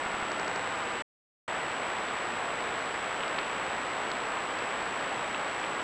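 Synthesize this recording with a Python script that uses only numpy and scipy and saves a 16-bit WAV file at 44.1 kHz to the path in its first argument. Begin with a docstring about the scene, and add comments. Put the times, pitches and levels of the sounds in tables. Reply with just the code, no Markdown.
"""A trail camera at night

The camera's microphone hisses, and its electronics add a thin whine and a buzz at the frame rate.
A small animal feeding in the leaf litter makes a few faint crackles. The first second stutters
in short repeated pieces; the sound then drops out and comes back running normally."""
import sys
import numpy as np
from scipy import signal
from scipy.fft import rfft, irfft, next_fast_len
from scipy.io import wavfile

SR = 44100
rng = np.random.default_rng(int(sys.argv[2]) if len(sys.argv) > 2 else 0)


def file_out(sig):
    """Save sig as 16-bit WAV at sys.argv[1]."""
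    # one column per channel
    cols = np.atleast_2d(sig).T
    # limit, then scale
    lim = np.clip(cols, -1, 1)
    pcm = np.round(lim * 32767).astype(np.int16)
    wavfile.write(sys.argv[1], SR, pcm)


N = 257103


def gain_of(db):
    """Turns decibels into a number to multiply a sound by."""
    return 10 ** (np.asarray(db) / 20)


def at_level(x, db):
    """Scales a sound so that its average (rms) level is db."""
    return gain_of(db) * x / np.sqrt(np.mean(x ** 2) + 1e-20)


def coloured(x, points):
    """Turns each frequency up or down, following a curve drawn through (Hz, dB) points."""
    size = next_fast_len(len(x))
    hz, db = np.transpose(points)
    shape_db = np.interp(np.log(np.fft.rfftfreq(size, 1 / SR) + 1), np.log(hz + 1), db)
    return irfft(rfft(x, size) * gain_of(shape_db), size)[:len(x)]


def add(mix, start_s, sound):
    """Mixes a sound in at the given time."""
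    part = mix[round(start_s * SR):][:len(sound)]
    part += sound[:len(part)]


# The tone of the hiss. Each row: frequency in Hz, relative level in dB.
HISS_TONE = [(20, -22), (60, -16.5), (150, -10.5), (400, -3.5), (800, 0), (1250, -1), (2000, -5),
             (3000, -11), (4000, -18.5), (5500, -28.5), (7000, -34.5), (9000, -38), (11000, -42.5),
             (12200, -62)]


def microphone_hiss(level_db=-33.5):
    """A small microphone, turned up high, makes a steady noise of its own."""
    return at_level(coloured(rng.standard_normal(N), HISS_TONE), level_db)


# The tone of the tick that starts each picture frame. Each row: frequency in Hz, relative level in dB.
TICK_TONE = [(100, -16), (900, -5), (2000, 0), (3000, -5.5), (4000, -11), (6000, -21.5), (7200, -31),
             (9000, -32), (11500, -46.5)]
# How the whine and buzz fade at the top of the microphone's range. Each row: frequency in Hz, gain in dB.
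TREBLE_FADE = [(10000, 0), (11000, -3), (12200, -19)]


def camera_electronics(frame_hz=59.514, first_frame_s=.00285, whine_cycles_per_frame=131):
    """A whine keeps step with the picture clock; its wave flips with a tick each frame, so it buzzes."""
    frames = (np.arange(N) / SR - first_frame_s) * frame_hz
    flip = (-1) ** np.floor(frames)
    whine = flip * np.sin(2 * np.pi * whine_cycles_per_frame * frames)
    nearest_frame = np.round(frames)
    samples_from_tick = (frames - nearest_frame) * SR / frame_hz
    ticks = (-1) ** nearest_frame * np.sinc(samples_from_tick)  # sharp spikes, up and down in turn
    buzz = coloured(ticks, TICK_TONE)
    return coloured(at_level(whine, db=-50.5) + at_level(buzz, db=-48.5), TREBLE_FADE)


# Leaves and twigs snapping as the animal feeds.
# Each row: start in seconds, peak level in dB, centre frequency in Hz, width of the band in Hz.
LEAF_SNAPS = [ (0.0617, -21, 900, 1000), (0.1527, -34, 2500, 1100), (.1530, -32, 5500, 1006),
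              (2.086, -31, 3500, 1500), (3.2066, -21.5, 2000, 1300), (3.2345, -26, 2600, 750),
              (3.2810, -26, 3000, 2200), (3.3850, -17.5, 1300, 1300), (3.3884, -16.5, 1920, 1460),
              (3.404, -22, 1300, 1200), (4.1165, -20, 1000, 2600), (4.589, -27, 3000, 2200),
              (5.346, -23.5, 2500, 700), (5.603, -39, 5800, 1200), (5.6407, -23.5, 2400, 700)]


def leaf_crackles(size=2048):
    """Each dry leaf or twig snaps in a burst of a few milliseconds, in its own band of frequencies."""
    out, t = np.zeros(N), np.arange(size) / SR
    hz = np.fft.rfftfreq(2 * size, 1 / SR)
    for start_s, peak_db, centre_hz, width_hz in LEAF_SNAPS:
        decay_s = 1.2 / width_hz  # the narrower the band, the longer a leaf rings
        burst = rng.standard_normal(size) * np.exp(-t / decay_s)
        burst = np.pad(burst, (size, 0))  # silence in front gives the filter room to spread
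        band = np.exp(-.5 * ((hz - centre_hz) / width_hz) ** 2)
        snap = irfft(rfft(burst) * band)
        add(out, start_s - size / SR, gain_of(peak_db) * snap / abs(snap).max())
    return out


def piece(x, start_s, end_s, delay_s, fade_s=.002):
    """Delays a sound and keeps only what falls from start to end, with a quick fade at each cut."""
    t = np.arange(N) / SR
    fade = np.clip(np.minimum(t - start_s, end_s - t) / fade_s + .5, 0, 1)
    return np.sqrt(fade) * np.roll(x, round(delay_s * SR), axis=1)


def stutter(x, until_s, first_s=-.03, piece_s=.1167, step_back_s=.0811, jitter_s=.0022):
    """The sound drags along in short pieces, each stepping back to repeat most of the one before."""
    starts = np.arange(first_s, until_s - .002, piece_s)  # no new piece in the last 2 milliseconds
    ends = np.append(starts[1:], until_s)
    delays = step_back_s * np.arange(len(starts)) + jitter_s * rng.uniform(-.75, 1, len(starts))
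    return sum(piece(x, start, end, delay) for start, end, delay in zip(starts, ends, delays))


def scene():
    """Hiss, whine, buzz and crackles on one microphone, the same in both ears."""
    mono = microphone_hiss() + camera_electronics() + leaf_crackles()
    return np.array([mono, mono])


def record(dry, cutoff_hz=15700):
    """The first second stutters in short repeated pieces, falls silent, then runs normally; the highest treble
    is cut throughout."""
    stuttering = stutter(dry, until_s=1.0215)
    running = piece(dry, start_s=1.4795, end_s=np.inf, delay_s=0)
    treble_cut = signal.firwin(511, cutoff_hz, window=("kaiser", 9), fs=SR)
    return signal.oaconvolve(stuttering + running, treble_cut[None], "same")


dry = scene()
out = record(dry)
file_out(out)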